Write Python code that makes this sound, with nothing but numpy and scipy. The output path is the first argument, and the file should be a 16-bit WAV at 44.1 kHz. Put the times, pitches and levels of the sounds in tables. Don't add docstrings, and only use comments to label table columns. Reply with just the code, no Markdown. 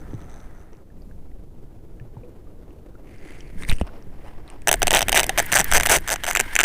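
import sys
import numpy as np
from scipy import signal
from scipy.fft import rfft, irfft, next_fast_len
from scipy.io import wavfile
from scipy.ndimage import uniform_filter1d

SR = 44100
rng = np.random.default_rng(int(sys.argv[2]) if len(sys.argv) > 2 else 0)


def magnitude_from_level(level_db):
    exponent = np.asarray(level_db, float) / 20
    return 10 ** exponent


def inscribe(sig):
    pcm = np.round(np.clip(np.atleast_2d(sig).T, -1, 1) * 32767)
    wavfile.write(sys.argv[1], SR, pcm.astype(np.int16))


N = 293165
CREEP_S = 0.005


def ratchet():
    # f/Hz, width/Hz, level/dB
    shell_modes = [(160, 45, -15), (405, 75, -11), (705, 115, 5), (820, 140, 2)]
    pawl_modes = [(4960, 490, -6), (6096, 370, 2.5), (7300, 400, -4), (8180, 650, 3.5), (9890, 330, -3.5),
                  (11150, 1500, -4.5), (13100, 1000, -6), (14300, 390, -5.5)]
    # t/s, palm hollow/dB, spool cage/dB, top plate/dB, handle rim/dB
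    reel_balance = [(4.75, 4.5, 3, -0.5, -20), (4.95, -1, -2, 2, -9), (5.2, 8, -9, 0.5, -17),
                    (5.4, 3, 7, -4, -1), (5.86, 4.5, -2, -7, -1), (5.92, 10.5, 2.5, -2.5, 0),
                    (6.3, -3, 2, -5.5, 0), (6.35, 12, 9, 9.5, 9)]
    shell_trim_db, frame_trim_db, pawl_trim_db = -1.7, -0.3, -0.18
    out = np.zeros(N)
    hollow, cage, plate, rim = along(reel_balance)
    for s, shell_db, frame_db, pawl_db in teeth():
        at = round(s * SR)
        start = s + 0.0001 - CREEP_S
        shell, shell_share = rings(seated(shell_modes))
        frame, frame_share = rings(seated(frame_at(s)))
        pawl, pawl_share = rings(seated(pawl_modes))
        shell_share = shell_share * [[1], [hollow[at]], [1], [1]]
        frame_share = frame_share * [[cage[at]], [1], [plate[at]], [plate[at] / max(rim[at], 1)]]
        pawl_share[2] *= rim[at]
        thud = struck((shell, shell_share), shell_db + shell_trim_db, 0.0004, -20, 0.006)
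        knock = struck((frame, frame_share), frame_db + frame_trim_db, 0.0006, -18.5, 0.0055)
        ring = struck((pawl, pawl_share), pawl_db + pawl_trim_db, 0.0005, -18.5, 0.0038)
        add(out, start - 0.0006, thud)
        add(out, start, knock)
        add(out, start, ring)
    return out


def teeth():
    # t/s, shell level/dB, frame level/dB, pawl level/dB
    loaded_teeth = [(4.6734, -14.5, -11, -13.5), (4.6828, -10.5, -12.5, -9.5), (4.6903, -14.5, -10, -10.5),
                    (4.6936, -14, -14, -30), (4.7146, -12, -10.5, -8.5), (4.7281, -15, -14.5, -9),
                    (4.7406, -14.5, -13.5, -14.5), (4.8195, -16.5, -13.5, -18), (4.8292, -15, -13, -10.5),
                    (4.8704, -15, -14.5, -13.5), (4.8799, -16, -12, -15), (4.9076, -15, -10, -12),
                    (4.9171, -16.5, -15, -20), (4.9303, -12.5, -21, -15), (4.9374, -17, -12, -18),
                    (4.941, -21, -8.5, -22), (4.9452, -11, -21, -22), (4.9484, -13.5, -12, -9),
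                    (4.9542, -16, -13, -24), (4.9581, -13, -11, -24), (4.9622, -20, -11, -13),
                    (4.9669, -18, -12, -27), (4.9708, -14, -9.5, -13.5), (4.9782, -15.5, -20, -21),
                    (4.9848, -26, -18, -23), (4.9912, -17, -16, -15.5), (5.008, -21, -14.5, -20),
                    (5.018, -18, -19, -16), (5.0272, -16, -15.5, -16.5), (5.0837, -20.5, -13.5, -17),
                    (5.0938, -18.5, -14.5, -14.5), (5.1198, -31, -19, -16.5), (5.1279, -12, -10, -15),
                    (5.145, -12.5, -14, -21), (5.1495, -25, -19, -14), (5.1563, -22, -17, -15),
                    (5.1596, -20, -15.5, -22), (5.1625, -18, -10, -15), (5.1684, -26, -9, -16),
                    (5.172, -18.5, -13, -16), (5.1741, -23, -12.5, -13), (5.1759, -13, -9, -8),
                    (5.183, -14.5, -15, -21), (5.1893, -15.5, -16, -19), (5.195, -17, -9.5, -13),
                    (5.1987, -34, -26, -31), (5.202, -17.5, -16, -12), (5.21, -19.5, -20, -23),
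                    (5.232, -22, -17.5, -17), (5.2416, -23, -21, -21), (5.2658, -33, -37, -28),
                    (5.294, -17, -12.5, -15), (5.3767, -19, -14.5, -19), (5.382, -17, -15.5, -16.5),
                    (5.3863, -14.5, -13, -14), (5.3927, -18, -11.5, -11), (5.4001, -12, -13, -15),
                    (5.519, -29, -16.5, -19), (5.525, -18.5, -15.5, -11.5), (5.5327, -23, -10, -19),
                    (5.541, -26, -15.5, -14), (5.5496, -31, -19, -18), (5.5538, -16.5, -13.5, -10.5),
                    (5.5575, -18, -12, -10), (5.5628, -13.5, -8, -11.5), (5.568, -21, -14, -21),
                    (5.5711, -19, -9.5, -12), (5.5779, -20, -16, -17), (5.587, -21, -16, -15),
                    (5.593, -16, -19, -12.5), (5.599, -17, -12, -14), (5.604, -18, -15, -11),
                    (5.6127, -22, -18.5, -17.5), (5.6189, -27, -32, -45), (5.6437, -51, -32, -25.5),
                    (5.7154, -26, -15, -15), (5.7236, -18, -9.5, -16), (5.7357, -24, -13, -10.5),
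                    (5.7437, -16, -19, -15), (5.7479, -24, -8.5, -12), (5.7517, -13.5, -11.5, -12),
                    (5.7559, -18, -11.5, -16), (5.759, -15, -12, -20),
                    (5.7629, -22, -13, -13), (5.767, -18, -12, -11), (5.7725, -15, -13.5, -10.5),
                   (5.7794, -15.5, -14, -15), (5.7995, -24, -14, -16), (5.8088, -21.5, -17.5, -18.5),
                   (5.8242, -30, -39, -31), (5.8333, -24, -15.5, -17.5), (5.856, -28, -16, -22),
                   (5.8615, -24, -12, -12), (5.87, -18, -15.5, -15.5), (5.8892, -24, -18, -28),
                   (5.969, -17.5, -23, -17), (5.976, -32, -26, -27), (5.9849, -33, -27.5, -29),
                   (6.0766, -39, -22, -24.5), (6.0845, -35, -23, -21), (6.0917, -25.5, -17, -21),
                   (6.1024, -27, -20, -20), (6.1112, -21, -23, -18), (6.1173, -21, -18, -23),
                   (6.12, -23, -22, -19), (6.125, -27, -20, -19), (6.129, -23.5, -20, -16.5),
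                   (6.1347, -24, -25, -20), (6.1396, -22, -23, -20), (6.1595, -32, -22.5, -26.5),
                   (6.2365, -32, -20.5, -26.5), (6.2425, -26, -19.5, -23), (6.252, -32, -27, -30),
                   (6.2658, -30, -21, -22.5), (6.2743, -32, -25, -28), (6.2784, -20, -20, -25),
                   (6.2828, -21.5, -22, -22), (6.2878, -23, -17.5, -21), (6.293, -31, -28, -27),
                   (6.299, -22.5, -36, -23),
                    (6.3051, -23, -22, -23), (6.3109, -30, -15, -18.5), (6.3243, -39, -29, -31),
                  (6.3315, -34, -36, -26), (6.3513, -30, -9.5, -15), (6.3613, -30, -12, -17.5),
                  (6.3711, -20.5, -11, -16), (6.3952, -21, -17, -19), (6.4002, -19.5, -9, -10),
                  (6.409, -21.5, -16, -15.5), (6.5536, -26, -17, -13.5), (6.5635, -31, -5, -12.5),
                  (6.5902, -21, -6.5, -12), (6.5984, -25, -10, -21), (6.605, -19, -8, -12),
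                  (6.612, -20.5, -11.5, -14), (6.633, -20, -17, -18), (6.6394, -19, -8, -10)]
    # first tooth t/s, last tooth t/s, count, shell/dB, frame/dB, pawl/dB
    fast_runs = [
        (5.895, 5.9077, 6, -19, -15, -16.5),
        (5.9135, 5.927, 8, -19, -15.5, -16),
        (5.929, 5.964, 15, -21, -17.5, -17.5),
    ]
    slowing, stumble = 1.05, 0.09
    frame_spread_db, pawl_spread_db = 1.6, 2.4
    rows = loaded_teeth
    chances = rng.standard_normal((len(fast_runs), 20, 3))
    for (first, last, count, shell_db, frame_db, pawl_db), chance in zip(fast_runs, chances):
        late, knock, ring = chance[:count].T
        step = np.linspace(0, 1, count)
        stray = stumble * late * np.sin(np.pi * step) ** 0.5 / (count - 1)
        times = first + (last - first) * (step ** slowing + stray)
        knock = frame_spread_db * knock
        rows += zip(times, shell_db + knock, frame_db + knock, pawl_db + pawl_spread_db * ring)
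    return rows


def frame_at(s):
    # f/Hz, width/Hz, level/dB
    frame_modes = [(1660, 250, 3), (2044, 490, 7), (2830, 570, 7.5), (3710, 120, -6)]
    lower_from_s, plate_ratio = 6.34, 0.88
    modes = np.array(frame_modes, float)
    modes[2, 0] *= plate_ratio if s > lower_from_s else 1
    return modes


def seated(modes):
    off = 0.02 * rng.standard_normal(len(modes))
    return [(hz * (1 + shift), width, db) for (hz, width, db), shift in zip(modes, off)]


def rings(modes, size=700):
    t = np.arange(size) / SR
    hz, width, db = np.transpose(modes)[:, :, None]
    decay = t * np.exp(-2 * np.pi * width * t)
    return decay * np.sin(2 * np.pi * hz * t), magnitude_from_level(db)


def struck(body, db, length_s, tail_db, tail_s, size=1100):
    modes, share = body
    t = np.arange(size) / SR - CREEP_S
    creep = -t + (t / 0.0011) ** 4 * length_s
    slip = np.exp(-np.where(t > 0, t, creep) / length_s)
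    buzz = magnitude_from_level(tail_db) * np.exp(-np.where(t > 0, t / tail_s, 1.2 - t / 0.0012))
    scrape = (slip + buzz) * rng.standard_normal((len(modes), size))
    bite = 0.8
    scrape[:, round(CREEP_S * SR)] += bite * np.sqrt(length_s * SR) * rng.choice([-1, 1])
    parts = signal.fftconvolve(scrape, modes, axes=1)
    share = share * magnitude_from_level(2.4 * rng.standard_normal(share.shape))
    sound = (share * parts / np.linalg.norm(parts, axis=1, keepdims=True)).sum(0)
    peak = np.sqrt(uniform_filter1d(sound ** 2, size=60).max())
    return sound * magnitude_from_level(db) / peak


def ticking():
    # middle t/s, half length t/s, level/dB
    pushes = [
        (0, 0.0099, -49),
        (0.124, 0.035, -56),
        (0.212, 0.037, -60),
        (0.34, 0.1, -54.5),
        (0.578, 0.084, -64),
    ]
    ticks_per_s, end_s = 110, 0.66
    at = np.arange(0, end_s, 1 / ticks_per_s)
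    out = np.zeros(N)
    pawl = rings([(3750, 380, -2.5), (6100, 260, 5), (8200, 400, -1.5)])
    for when, push, (late, uneven) in zip(at, swells(pushes, at)[0], rng.standard_normal((100, 2))):
        tick = struck(pawl, 3.4 * uneven, 0.00047, -26, 0.0027)
        add(out, when + 0.0008 * late, push * tick)
    return out


def spool():
    # t/s, level/dB
    coast = [(0, -52.5), (.2, -51.5), (.45, -51.5), (.65, -57), (.8, -62), (.9, -100)]
    # f/Hz, level/dB
    spool_spectrum = [(500, -3), (700, 0), (1150, -7), (1280, -2.5), (1500, -7), (2100, -11.5),
                      (2700, -21.5), (5000, -33), (10000, -29), (15000, -50)]
    whoosh = colour(grains(110, 2.4, 0.67), spool_spectrum)
    whistles = 0.21 * wavering(1290, 25) + 0.2 * wavering(1950, 30)
    return along(coast)[0] * evened(lumps(70, 0.84) * (whoosh + whistles))


def gears():
    # t/s, level/dB
    winding = [(3, -100), (3.05, -66), (3.14, -56), (3.205, -59), (3.225, -53), (3.32, -49.5), (3.37, -52),
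               (3.43, -55.5), (3.5, -57), (3.56, -63), (3.62, -100)]
    # f/Hz, level/dB
    gear_spectrum = [(1200, -9.5), (1750, -2), (2100, 4), (2550, -5.5), (3300, -12.5), (4000, -19),
                     (4650, -13.5), (5500, -22), (6600, -16), (7500, -21), (8300, -16), (9100, -25),
                     (9850, -11.5), (10800, -28), (15000, -32)]
    return along(winding)[0] * evened(meshing() * colour(rng.standard_normal(N), gear_spectrum))


def meshing():
    mesh_per_s, depth_db, spread_db = 216, 14, 3
    turns = np.cumsum(mesh_per_s * lumps(12, 0.4)) / SR
    tooth = rng.standard_normal(2000)[turns.astype(int) % 2000]
    return uniform_filter1d(magnitude_from_level(spread_db * tooth - depth_db * (turns % 1)), size=40)


def line():
    # f/Hz, level/dB
    hum_spectrum = [(400, -21), (850, -8), (1350, -11), (1600, -2), (2150, -3), (2500, -11), (3200, -12),
                    (3700, -19), (6000, -32)]
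    fizz_spectrum = [(2500, -16), (4500, -4), (5500, -3), (7300, -7), (9200, 4), (10500, -9), (12500, -17),
                     (15000, -14)]
    hum_level, fizz_level = strain()
    whirr = colour(grains(220, 1.4, 0.4), hum_spectrum)
    whistles = 0.6 * wavering(1650, 90) + 0.6 * wavering(1950, 110)
    hum = hum_level * evened(lumps(53, 2.2) * (whirr + whistles))
    fizz = lumps(45, 2.5) * colour(grains(160, 4.5, 0.5), fizz_spectrum)
    return hum + fizz_level * evened(fizz)


def strain():
    # t/s, level/dB
    line_load = [(3.56, -63), (4.1, -66.5), (4.65, -62.5), (4.85, -42), (5.3, -41), (5.8, -37), (6, -49.5),
                 (6.2, -44), (6.35, -37), (6.65, -39)]
    # middle t/s, half length t/s, hum/dB, fizz/dB
    rubs = [(3.615, 0.037, -48.5, -52), (3.69, 0.019, -40, -42), (3.74, 0.031, -54, -52),
            (3.81, 0.017, -52, -51), (4.27, 0.05, -62, -70), (4.51, 0.052, -68, -72),
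            (4.76, 0.095, -56, -69), (5.42, 0.032, -38.5, -43), (5.505, 0.023, -42, -45),
            (5.7, 0.033, -45, -47), (5.88, 0.12, -48, -48.5), (6.05, 0.033, -51, -56),
            (6.535, 0.016, -46, -46)]
    fizz_under_db = -18.5
    pull = along([(line_load[0][0] - 0.05, -110)] + line_load)[0]
    hum, fizz = swells(rubs, np.arange(N) / SR)
    return pull + hum, pull * magnitude_from_level(fizz_under_db) + fizz


def wavering(hz, width_hz):
    fuzz = colour(rng.standard_normal(N), [(width_hz, 0), (2 * width_hz, -30)])
    return fuzz * np.sin(2 * np.pi * np.cumsum(hz * lumps(5, 0.45)) / SR)


def thumps():
    # t/s, peak level/dB, f/Hz, t60/s
    blows = [(0.143, -20.5, 133, 0.095), (0.134, -22.5, 313, 0.036), (3.575, -13.5, 9.8, 0.24),
             (4.07, -30.5, 117, 0.11), (5.53, -28.5, 133, 0.18), (5.6, -21.5, 190, 0.085),
             (6.41, -32, 270, 0.085), (2.01, -32, 136, 0.21), (2.17, -28, 130, 0.13),
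             (3.555, -30.5, 225, 0.099), (3.692, -6, 11, 0.38), (3.694, -19, 160, 0.067),
             (3.726, -3.5, 61, 0.033), (3.8142, -13.5, 222, 0.042), (3.8128, -10.5, 730, 0.0086),
             (3.8135, -13, 79, 0.1), (4.5, -30.5, 8.2, 0.48)]
    return bursts(blows, 0.02, -0.42)


def bursts(rows, rise_cycles, glide):
    out = np.zeros(N)
    for s, db, hz, t60 in rows:
        t = np.arange(round(t60 * SR)) / SR
        start = 1 - np.exp(-t * hz / rise_cycles)
        tone = np.sin(2 * np.pi * hz * t * (1 + glide * t / t60))
        add(out, s, magnitude_from_level(db - 60 * t / t60) * start * tone)
    return out


def rod_knocks():
    # t/s, low level/dB, low ring f/Hz, high level/dB
    jerk_knocks = [(3.6241, -32.5, 2230, -42), (3.6342, -29, 2100, -43), (3.635, -36, 3850, -48),
                   (3.6499, -30, 2060, -44), (3.6892, -25, 2170, -33), (3.696, -19, 3720, -29),
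                   (3.6992, -29, 2400, -28), (3.7031, -22.5, 2430, -31), (3.7116, -34, 1500, -35),
                   (3.7158, -19, 2020, -49), (3.7264, -25.5, 2600, -34), (3.7333, -36, 2690, -38),
                   (3.7638, -45, 2690, -45), (3.768, -60, 2700, -45), (3.7846, -38, 2780, -45),
                   (3.7991, -46, 2700, -43), (3.8135, -31.5, 2720, -39), (3.8693, -53, 2710, -51),
                   (4.478, -45, 4000, -53), (4.5012, -42.5, 2590, -41), (4.6195, -46, 2480, -45.5)]
    return hard_parts(jerk_knocks, 8700)


def taps():
    # t/s, low level/dB, low ring f/Hz, high level/dB
    light_taps = [(.1092, -57, 3300, -62), (.1396, -59, 3000, -60), (.2049, -58, 3500, -60),
                  (.2224, -57, 3000, -62), (.2987, -63, 3500, -58), (.3162, -63, 3200, -59),
                  (.4025, -57, 3300, -52), (.7502, -58, 2600, -66), (3.1411, -56, 2100, -60),
                  (3.2415, -53, 2100, -60), (3.3365, -51, 2100, -59), (3.4788, -58, 4300, -61),
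                  (.7319, -57, 2600, -54), (.7696, -70, 1210, -60), (1.0206, -55.5, 4640, -70),
                  (1.9986, -50.5, 2530, -66), (2.707, -56.5, 2580, -68), (3.0726, -53, 2400, -65),
                  (3.1838, -59, 1920, -55), (3.2955, -49, 2110, -55), (3.3876, -48, 1870, -55),
                  (3.4064, -43, 3120, -43.5), (4.0249, -52, 1210, -53)]
    return hard_parts(light_taps, 5570)


def snap_ring():
    # t/s, low level/dB, low ring f/Hz, high level/dB
    rattles = [
        (3.69, -45, 6200, -33),
        (3.7125, -43, 6000, -32),
        (3.755, -47, 6000, -54),
    ]
    return hard_parts(rattles, 13600)


def hard_parts(rows, high_hz):
    out = np.zeros(N)
    for s, low_db, low_hz, high_db in rows:
        low = rings([(low_hz, 350, 0), (0.42 * low_hz, 1500, -7)])
        high = rings([(high_hz, 700, 0), (0.74 * high_hz, 2500, -5)])
        add(out, s - CREEP_S, struck(low, low_db, 0.00036, -20, 0.0079))
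        add(out, s - CREEP_S, struck(high, high_db, 0.00035, -19, 0.0046))
    return out


def chinks():
    # t/s, level/dB
    knob_chinks = [(4.7573, -33), (4.7948, -40), (4.8016, -38), (5.2663, -25), (5.4262, -29.5),
                   (5.4585, -32), (5.463, -26), (5.644, -17.5), (5.6645, -38), (5.6836, -40), (5.8449, -33),
                   (5.855, -25), (6.0035, -44), (6.0088, -40), (6.536, -38)]
    out = np.zeros(N)
    for s, db in knob_chinks:
        pin = rings(seated([(11200, 1000, -4), (14100, 1100, -1), (8500, 1500, -10)]))
        add(out, s - CREEP_S, struck(pin, db, 0.0005, -24, 0.003))
    return out


def squeak():
    # t/s, f/Hz, level/dB
    grip_squeak = [(4.24, 760, -70), (4.255, 830, -59), (4.285, 1000, -57), (4.3, 900, -70)]
    s, hz, db = np.transpose(grip_squeak)
    t = np.arange(s[0], s[-1], 1 / SR)
    turn = 2 * np.pi * np.cumsum(np.interp(t, s, hz)) / SR
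    tone = np.sin(turn) + 0.25 * np.sin(2 * turn) + np.sin(3 * turn)
    out = np.zeros(N)
    add(out, s[0], magnitude_from_level(np.interp(t, s, db)) * tone)
    return out


def jacket():
    # middle t/s, half length t/s, level/dB
    creases = [(3.87, 0.037, -47.5), (3.96, 0.055, -51), (4.17, 0.076, -54), (4.28, 0.049, -49.5),
               (4.38, 0.042, -53.5), (4.51, 0.087, -51)]
    # f/Hz, level/dB
    cloth_spectrum = [(300, -16), (700, 3.5), (1100, -1.5), (1700, -13), (2800, -13), (3800, -25),
                      (5400, -20.5), (7000, -41)]
    rustle = evened(lumps(40, 2.7) * colour(grains(270, 4.0, 1.0), cloth_spectrum))
    return swells(creases, np.arange(N) / SR)[0] * rustle


def water():
    # t/s, peak level/dB, f/Hz, t60/s
    plops = [(.902, -52, 1710, 0.027), (1.112, -43.5, 1570, 0.014), (1.316, -47, 1900, 0.0092),
             (1.998, -43.5, 1710, 0.03), (2.168, -36, 887, 0.023), (2.233, -37, 480, 0.23),
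             (2.235, -48.5, 2400, .015), (2.471, -50, 1190, .03), (2.705, -38.5, 298, 0.2),
             (2.953, -44.5, 1360, 0.033), (3.89, -34.5, 1380, 0.016), (4.238, -39, 396, 0.09)]
    # t/s, level/dB
    water_level = [(0, -47), (.4, -54.5), (.9, -53.5), (3.4, -49), (3.9, -48.5), (4.6, -52.5), (5, -41),
                   (5.9, -48), (6.65, -52)]
    # f/Hz, level/dB
    wash_spectrum = [(150, -27), (300, -2.5), (450, -7), (650, -14.5), (1080, -24), (1730, -31.5),
                     (3500, -40), (6000, -50)]
    wash = colour(grains(60, 2.5, 0.33), wash_spectrum)
    drops = []
    for place, big, pitch in rng.random((N // 2000, 3)):
        drops.append((place * N / SR, -54 - 14 * pitch + 7 * big, 280 * 10 ** pitch, 0.014))
    return along(water_level)[0] * evened(lumps(27.5, 2.1) * wash) + bursts(plops + drops, 0.45, 0.079)


def wind():
    # t/s, level/dB
    gusts = [(0, -40.5), (.08, -41.5), (.9, -49), (1.05, -41), (1.3, -45.5), (3.45, -46.5), (3.6, -37),
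             (3.9, -44.5), (4.1, -43.5), (4.55, -48.5), (4.85, -33.5), (5.1, -34.5), (5.35, -37.5),
             (5.5, -42.5), (5.75, -30.5), (5.93, -34.5), (6.05, -42.5), (6.65, -44.5)]
    # f/Hz, level/dB
    sway_spectrum = [(1, -44), (5, 16), (22, 5.5), (40, 1), (80, -57)]
    buffet_spectrum = [(20, -6.5), (40, 6.5), (120, -0.5), (250, -7.5), (500, -49)]
    buffet = along(gusts)[0]
    worked = along([(3.1, 1), (3.136, 6)])[0]
    sway = buffet ** 0.9 * worked
    low = sway * colour(rng.standard_normal(N), sway_spectrum)
    return low + buffet * evened(lumps(22.0, 0.44) * colour(rng.standard_normal(N), buffet_spectrum))


def evened(x):
    return x / np.sqrt(np.mean(x ** 2) + 1e-20)


def add(mix, s, sound):
    part = mix[max(round(s * SR), 0):][:len(sound)]
    part += sound[:len(part)]


def along(rows):
    s, *columns = np.transpose(rows)
    t = np.arange(N) / SR
    return [magnitude_from_level(np.interp(t, s, column)) for column in columns]


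def swells(rows, t):
    middle, half, *levels = np.transpose(rows)[:, :, None]
    fall_db = 12 * np.minimum(((t - middle) / half) ** 2, 9)
    return [magnitude_from_level(db - fall_db).sum(0) for db in levels]


def colour(x, spectrum):
    hz, db = np.transpose(spectrum)
    size = next_fast_len(len(x))
    bins = np.fft.rfftfreq(size, 1 / SR)
    gain = magnitude_from_level(np.interp(np.log(bins + 0.093), np.log(hz), db))
    return evened(irfft(rfft(x, size) * gain, size)[:len(x)])


def lumps(per_s, depth_db):
    return magnitude_from_level(depth_db * colour(rng.standard_normal(N), [(per_s, 0), (3 * per_s, -40)]))


def grains(per_s, spread_db, share):
    sizes = magnitude_from_level(spread_db * np.minimum(rng.exponential(1, N), 2))
    clicks = (rng.random(N) < per_s / SR) * sizes
    return rng.standard_normal(N) + share * evened(clicks)


def scene():
    reel = ratchet() + ticking() + spool() + gears() + line()
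    hard = thumps() + rod_knocks() + taps() + snap_ring() + chinks() + squeak()
    return (reel + hard + jacket() + water() + wind())[None]


def roll_off(x):
    return signal.sosfilt(signal.butter(12, 16550, fs=SR, output="sos"), x)


def record(dry):
    hiss_db, edge_hz, ceiling = -75, 15450, 1.1
    noisy = dry + magnitude_from_level(hiss_db) * rng.standard_normal(dry.shape)
    limited = signal.oaconvolve(noisy, signal.firwin(131, edge_hz, fs=SR)[None], "same")
    squeezed = ceiling * np.tanh(limited / ceiling)
    return roll_off(squeezed)


dry = scene()
out = record(dry)
inscribe(out)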